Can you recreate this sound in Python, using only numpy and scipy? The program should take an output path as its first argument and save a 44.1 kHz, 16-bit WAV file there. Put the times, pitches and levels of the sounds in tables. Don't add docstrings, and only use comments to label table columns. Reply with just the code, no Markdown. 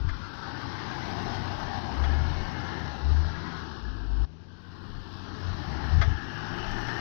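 import sys
import numpy as np
from scipy import signal
from scipy.io import wavfile
from scipy.ndimage import uniform_filter1d

SR = 44100
rng = np.random.default_rng(int(sys.argv[2]) if len(sys.argv) > 2 else 0)


def decibels_to_gain(level_db):
    exponent = np.asarray(level_db, float) / 20
    return 10 ** exponent


def file_out(sig):
    cols = np.atleast_2d(sig).T
    lim = np.clip(cols, -1, 1)
    pcm = np.round(lim * 32767).astype(np.int16)
    wavfile.write(sys.argv[1], SR, pcm)


N = 308788

# time in seconds, level in dB below full load.
ENGINE_LOAD = [
    [(0.0, -15), (0.16, -15), (0.3, -14), (0.5, -7.5), (1.06, 0), (1.6, 1.5), (2.4, -2), (3.0, -4),
     (3.6, -7.5), (3.95, -14.5), (4.25, -11.5)],
    [(4.254, -27), (4.55, -24), (5.29, -11), (5.92, -1.5), (6.2, -10), (6.6, -2.5), (7.0, -0.5)],
]


def evened(x):
    return x / np.sqrt(np.mean(x ** 2) + 1e-20)


def played(tables):
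    s, *columns = np.vstack(tables).T
    t = np.arange(N) / SR
    return [np.interp(t, s, column) for column in columns]


def framed(table, size):
    s, *columns = np.transpose(table)
    t = np.arange(4 * N // size + 5) * size / 4 / SR
    return [np.interp(t, s, column) for column in columns]


def drift(hz):
    knots = uniform_filter1d(np.repeat(rng.standard_normal(1200), 8), size=8)
    return evened(np.interp(np.arange(N) * 16 * hz / SR, np.arange(len(knots)), knots))


def span(t0, t1, fade):
    t = np.arange(N) / SR
    return np.clip(np.minimum(t - t0, t1 - t) / fade, 0, 1)


def swells(rows):
    t = np.arange(0, N + 32, 32) / SR
    gain = 0
    for s, db, rise, fall in rows:
        gain = gain + decibels_to_gain(db - 20 * ((t - s) / np.where(t < s, rise, fall)) ** 2)
    return np.interp(np.arange(N) / SR, t, gain)


def tone(turns, db, wobble_db, wobble_hz):
    strength = decibels_to_gain(db + wobble_db * drift(wobble_hz))
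    return np.sqrt(2) * strength * np.cos(2 * np.pi * (turns + rng.random()))


def gated(turns, depth):
    return evened(1 - depth + 3 * depth * np.exp(-3 * (turns % 1)))


def colour(spectrum, size):
    f, db = np.transpose(spectrum)
    bins_hz = np.fft.rfftfreq(size, 1 / SR)
    return np.interp(np.log(bins_hz + 1), np.log(f + 1), db, -90, -90)[:, None]


def bump(hz, width_hz, size):
    bins_hz = np.fft.rfftfreq(size, 1 / SR)[:, None]
    return np.exp(-((bins_hz - hz) / width_hz) ** 2)


def wavering(hz, size):
    slow = drift(0.8)[::size // 4]
    missing = 4 * N // size + 5 - len(slow)
    return hz * (1 + 0.03 * np.pad(slow, (0, missing), "edge"))


def blended(pair, size):
    # time in seconds, share of the hollow colour from 0 to 1, depth of the echo dip in dB.
    digging = [(0, 0.1, 4), (.3, 0.1, 10.5), (.7, 0.11, 1), (2.8, 0.7, -4), (3.05, 0.2, 7.5), (3.5, 0, 2),
               (3.75, .5, 10.5), (4.25, 0.5, 10), (5.2, 0.2, 12), (5.8, 0.3, -1.5), (6.05, 0.6, -3.5),
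               (6.25, 1.06, -3.5), (7, 1, -7)]
    share, dip_db = framed(digging, size)
    db = colour(pair[0], size) * (1 - share) + colour(pair[1], size) * share
    steady_db = db - 10 * np.log10(np.mean(decibels_to_gain(2 * db), axis=0))
    return steady_db - dip_db * bump(2115, 355, size)


def noise(colour_db, patchy_db, streaky_db=1.0):
    size = 2 * len(colour_db) - 2
    a, b, chance = rng.standard_normal((4 * N // size + 5, len(colour_db), 3)).T
    patches = uniform_filter1d(uniform_filter1d(chance, size=8, axis=0), size=8, axis=1)
    streaks = uniform_filter1d(uniform_filter1d(chance[::-1], size=2, axis=0), size=40, axis=1)
    z = (a + 1j * b) * decibels_to_gain(colour_db + patchy_db * evened(patches) + streaky_db * evened(streaks))
    return evened(signal.istft(z, nperseg=size, noverlap=3 * size // 4)[1][:N])


def snowfield_air():
    # frequency in Hz, level in dB per Hz.
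    hush = [(300, -13.5), (600, 5.5), (1200, -5.5), (2300, -7), (5300, -9.5), (7000, -16)]
    return decibels_to_gain(-66.5) * noise(colour(hush, size=1024), 1.2)


def gusts():
    # peak in seconds, level in dB, rise and fall in seconds.
    winds = [(.07, -38.5, 0.12, 0.22), (1.3, -46, .1, 0.16), (1.57, -48, 0.087, 0.28),
             (2.11, -34, 0.13, .1), (2.25, -36, 0.088, 0.16), (2.41, -33, 0.11, 0.077),
             (3.13, -39, 0.14, .3), (3.92, -46, 0.086, 0.38), (4.95, -42, 0.087, .11),
             (5.51, -48, 0.089, 0.1), (5.75, -56, 0.092, 0.11), (6.01, -29.5, 0.21, .23),
             (6.73, -36.5, 0.26, .23)]
    # peak in seconds, level in dB, rise and fall in seconds.
    lurches = [
        (.26, -43.5, 0.2, .1),
        (2.2, -41, .25, .3),
        (4.95, -44.5, 0.16, .15),
        (5.54, -34, 0.06, .06),
        (5.73, -36.5, 0.12, 0.45),
        (6.0, -52, 0.092, .1),
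    ]
    # start in seconds, peak in dB, pitch in Hz, time to fade by 60 dB in seconds.
    thumps = [
        (.004, -23, 59.6, 0.23),
        (0.044, -14, 85, 0.07),
        (0.069, -21.5, 90, 0.14),
        (.115, -26, 57.5, 0.19),
        (5.48, -32, 82, 0.11),
        (5.98, -14.5, 106.6, 0.094),
        (6.036, -33, 55, 0.1),
        (6.074, -16, 98.3, 0.17),
        (6.11, -23, 85, 0.15),
    ]
    # frequency in Hz, level in dB per Hz.
    wind_spectrum = [(12, -12.5), (22, 0), (40, 5), (55, -25)]
    lurch_spectrum = [(35, -21), (50, -1), (100, -4.5), (160, -12.5), (220, -25)]
    shake_db = 0.39 * played(ENGINE_LOAD)[0]
    buffet = np.hypot(decibels_to_gain(-60 + shake_db + 2.6 * drift(1.4)), swells(winds))
    thud = np.hypot(decibels_to_gain(-46 + shake_db + 0.85 * drift(1.3)), swells(lurches))
    out = buffet * noise(colour(wind_spectrum, size=4096), 0.94)
    out = out + thud * noise(colour(lurch_spectrum, size=2048), 0.9)
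    t = np.arange(8000) / SR
    onset = np.minimum(t / 0.0049, 1)
    for s, db, hz, t60 in thumps:
        out[round(s * SR):][:len(t)] += decibels_to_gain(db - 60 * t / t60) * np.sin(2 * np.pi * hz * t) * onset
    return out


def gear():
    # time in seconds, pitch in Hz, level in dB.
    mesh = [(.15, 532, -68), (.5, 555, -62), (1.0, 564, -65.5), (1.7, 575, -70), (2.0, 545, -58.5),
            (2.3, 556, -54.5), (2.9, 509, -64.5)]
    hz, db = played([mesh])
    return tone(np.cumsum(hz) / SR, db, 2.0, 4.1) * span(0.073, 3.02, 0.1)


def hum():
    # time in seconds, pitch in Hz, level in dB.
    drone = [(.3, 125, -53.5), (1.4, 124.5, -49), (2.9, 120.2, -48.5), (6.3, 133.1, -55), (7, 129.5, -49)]
    hz, db = played([drone])
    return tone(np.cumsum(hz) / SR, db, 1.0, 5.4) * (span(0.085, 2.79, 0.15) + span(6.45, 6.5, 0.15))


def far_engine():
    # time in seconds, firing rate in Hz, boom level in dB.
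    towing = [
        [(0.0, 96, -25), (0.12, 95, -45.5), (0.3, 96, -54), (0.58, 98, -49), (0.92, 97.2, -51),
         (1.49, 94.8, -38.5), (1.66, 90, -49), (1.84, 80.5, -45), (2.0, 77.3, -47.5)],
        [(3.8, 96.94, -46.5), (4.25, 98, -44.5)],
        [(6.15, 98.4, -43), (6.37, 104, -46), (6.55, 107, -45.5), (7.0, 116, -42.5)],
    ]
    # multiple of the firing rate, level in dB.
    multiples = [(2 / 3, -11), (1, 0), (8 / 3, -12), (10 / 3, -11), (4, -20.5)]
    hz, db = played(towing)
    turns = np.cumsum(hz * (1 + 0.0047 * drift(12))) / SR
    orders = sum(tone(k * turns, db + rel_db, 1.7, 7) for k, rel_db in multiples)
    return orders * (span(0, 2.2, 0.17) + span(3.75, 4.254, 0.027) + span(6.15, 7.1, 0.2))


def turbo():
    # time in seconds, pitch in Hz, level in dB.
    whine = [(2.05, 2100, -63), (2.2, 2206, -61.5), (2.4, 2185, -58.5), (2.6, 2120, -58.5),
             (3.2, 1937, -62)]
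    hz, db = played([whine])
    turns = np.cumsum(hz * (1 + 0.0039 * drift(40))) / SR
    return tone(turns, db, 3.0, 23) * span(1.9, 3.2, 0.072)


def knocks():
    # time in seconds, peak in dB, rattle length in seconds, lowest ring in dB.
    blows = [
        (0.089, -25, 0.043, -10),
        (1.975, -50, 0.018, -5),
        (2.039, -24.5, 0.035, -6),
        (3.568, -36, 0.031, -8),
        (6.016, -13.5, 0.14, 1),
        (6.885, -26, 0.024, 2),
    ]
    # ringing pitch in Hz, level in dB, time to fade by 60 dB in seconds.
    chassis = [(679, -4, 0.054), (1260, 3.5, 0.012), (1693, 7, 0.011), (2107, 0.5, 0.018),
               (2440, -6.5, .01), (3380, -2, 0.011), (4440, -5, 0.0037), (4800, -7.5, 0.009)]
    out = np.zeros(N + SR)
    t = np.arange(6000) / SR
    modes = []
    for k, (hz, db, t60) in enumerate(chassis):
        modes.append((-1) ** k * decibels_to_gain(db - 60 * t / t60) * np.sin(2 * np.pi * hz * t))
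    for s, db, length, body_db in blows:
        ring = decibels_to_gain(body_db) * modes[0] + sum(modes[1:])
        ring[0] += 2.5
        fade = np.exp(-t / 0.016 - (t / length) ** 6)
        rattle = rng.standard_normal(len(t)) * fade * np.minimum(t / 0.0049, 1)
        knock = signal.fftconvolve(rattle, ring)
        out[round((s - 0.004) * SR):][:len(knock)] += decibels_to_gain(db - 4.0) * knock / abs(knock).max()
    return out[:N]


def tyres(turns):
    # time in seconds, level in dB below full spin.
    wheel_spin = [
        [(0.0, -10.5), (0.14, -3.5), (1.1, -0.5), (1.87, -4), (2.6, -2), (3.05, -6), (3.52, -2.5), (3.81, -7),
         (4.1, -12.5), (4.25, -9)],
        [(4.254, -28.5), (4.47, -21), (4.77, -12), (5.31, -5), (5.83, -3), (6.14, -3.5), (6.7, 0), (7.0, 0.5)],
    ]
    # frequency in Hz, level in dB per Hz.
    churned = [
        [(590, -23.5), (1000, 0), (1250, -1), (1740, -2), (2210, -7), (2300, -10), (2990, -43.5), (5060, -120)],
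        [(590, -43.5), (1000, -10), (1250, -3), (1660, 1), (1830, -4.5), (1990, -15.5), (2300, -24.5), (2990, -46.5), (5060, -120)],
    ]
    thrown = [
        [(1350, -45), (2300, -9), (2450, -4.5), (3070, -2), (3540, -3), (4110, 0), (4680, -3), (5130, -3), (6240, -14.5), (8110, -43.5), (13700, -120)],
        [(1350, -36.5), (2300, -13), (2980, 0.5), (3230, -7.5), (3630, -8.5), (4340, -8), (4900, -12), (5170, -7), (5440, -7.5), (6240, -17.5), (8110, -51), (13700, -120)],
    ]
    # frequency in Hz, level in dB per Hz.
    fizzing = [(6900, -10), (7900, -11), (8450, -4), (8700, -15), (10350, -17), (12400, -14),
               (13200, -13.5), (13800, 2), (14300, -17.5), (15600, -11), (15750, -32)]
    spin_db = played(wheel_spin)[0]
    churn_db = -44.5 + spin_db
    spray_db = -49.5 + 0.61 * spin_db + 0.29 * played(ENGINE_LOAD)[0]

    churn_colour_db = blended(churned, size=1024) + 3.2 * bump(wavering(1648, size=1024), 69, size=1024)
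    grains = rng.random(N) * (rng.random(N) < 90 / SR)
    crunch = 1 + 0.28 * signal.lfilter([1], [1, -np.exp(-1 / (0.0035 * SR))], grains)
    flicker = decibels_to_gain(0.12 * drift(12) + 0.4 * drift(70))
    bite = evened(flicker * crunch * gated(turns, 0.016))
    churn = decibels_to_gain(churn_db + 3.0) * noise(churn_colour_db, 0.51, 2.7)

    slack_db = np.maximum(-5.5 - 1.1 * framed(np.vstack(wheel_spin), size=512)[0], 0)
    powder_loss_db = np.minimum(1.5 * slack_db, 11) * bump(6200, 590, size=512)
    spray = decibels_to_gain(spray_db + 2.0) * noise(blended(thrown, size=512) - powder_loss_db, 0.91, 1.52)
    fizz = decibels_to_gain(spray_db - 29 + 1.6 * drift(0.97)) * noise(colour(fizzing, size=512), 2.8, 2.3)
    return bite * (churn + spray), bite * fizz


def engine_noise(turns):
    # frequency in Hz, level in dB per Hz.
    exhaust = [(72, -16), (103, -2), (209, -7), (247, -4), (302, -7.5), (366, -8.5), (466, -17),
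               (520, -19.5), (680, -42), (1140, -120)]
    fan = [(280, -41), (480, -22.5), (599, -5), (769, 1.5), (881, 3), (1010, -5.5), (1100, -1.5),
           (1430, -38.5), (2420, -120)]
    load_db = played(ENGINE_LOAD)[0]
    fan_colour_db = colour(fan, size=1024) + 2.44 * bump(wavering(815, size=1024), 77, size=1024)
    rumble_gain = decibels_to_gain(-36.5 - 3.5 + 0.52 * load_db + 0.62 * drift(1.54))
    rumble = rumble_gain * noise(colour(exhaust, size=2048), 1.4)
    roar_gain = decibels_to_gain(-42 + load_db + 0.68 * drift(1.57)) * gated(turns, 0.066)
    return rumble + roar_gain * noise(fan_colour_db, 0.96, 1.65)


def near_engine():
    # time in seconds, firing rate in Hz.
    firing = [
        [(1.85, 62.5), (2.1, 72.47), (2.42, 83.67), (2.62, 87.23), (2.8, 82.87), (2.98, 64.5), (3.12, 74),
         (3.45, 83.9), (3.67, 78.2), (3.85, 56.4), (4.05, 45.84), (4.25, 54)],
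        [(4.254, 75.8), (4.48, 88.6), (5.03, 93), (5.57, 88.7), (5.66, 72), (5.85, 67.03), (5.96, 78.75),
         (6.26, 68.25), (6.66, 94.8), (6.85, 96.2)],
    ]
    # peak in seconds, level in dB, rise and fall (to 20 dB down) in seconds.
    stab_rows = [
        (2.11, -26, 0.26, 0.34),
        (2.9, -39, 0.017, 0.044),
        (3.12, -23, .12, 0.23),
        (3.85, -36.5, 0.054, 0.19),
        (4.24, -25.5, .27, 0.02),
        (5.48, -35.5, 0.13, 0.16),
        (5.97, -19.5, 0.085, 0.086),
        (6.096, -26.5, .06, 0.1),
    ]
    # peak in seconds, level in dB, rise and fall in seconds.
    lugs = [
        (5.0, -54.5, .8, 0.79),
        (6.56, -44, .45, 0.41),
    ]
    hz = played(firing)[0]
    load_db = 0.35 * played(ENGINE_LOAD)[0]
    stabs = swells(stab_rows)
    turns = np.cumsum(hz * (1 + 0.0067 * drift(25))) / SR

    pipe_db = 12.5 * np.exp(-((2 * hz - 163.2) / 11) ** 2)
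    first_gain = np.hypot(decibels_to_gain(-42.5 + load_db), stabs)
    second_gain = np.hypot(decibels_to_gain(-55 + load_db + pipe_db), decibels_to_gain(-21) * stabs + swells(lugs))
    first = first_gain * tone(turns, 0, 1.4, 30) * span(1.85, 6.3, 0.17)
    second = second_gain * tone(2 * turns, 0, 0.85, 6.5) * span(1.7, 6.9, 0.18)
    return first + second, turns


def ragged(x):
    hz, t, z = signal.stft(x, SR, nperseg=1024)
    low, high = np.repeat(rng.standard_normal((len(t), 2)), repeats=5, axis=0)[:len(t)].T
    edge_hz = 6510 + 200 * low
    top_hz = 6860 + 150 * np.maximum(high, 0) ** 2
    hole = np.clip(np.minimum(hz[:, None] - edge_hz, top_hz - hz[:, None]) / 60, 0, 1)
    return signal.istft(z * decibels_to_gain(-21.5 * hole), SR, nperseg=1024)[1][:N]


def scene():
    boom, turns = near_engine()
    snow, fizz = tyres(turns)
    clunks = knocks()
    trucks = boom + far_engine() + hum() + gear() + turbo() + engine_noise(turns)
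    mix = trucks + snow + gusts() + clunks + snowfield_air()
    treble_cut = signal.firwin(151, 6700, window=("kaiser", 4.5), fs=SR)
    narrow = signal.oaconvolve(mix, treble_cut, "same")
    left = decibels_to_gain(5) * ragged(narrow + fizz + decibels_to_gain(-28.5) * clunks)
    return np.array([left, np.zeros(N)])


def top_cut(x):
    return signal.sosfilt(signal.butter(12, 15750, fs=SR, output="sos"), x)


def record(dry):
    return top_cut(dry)


dry = scene()
out = record(dry)
file_out(out)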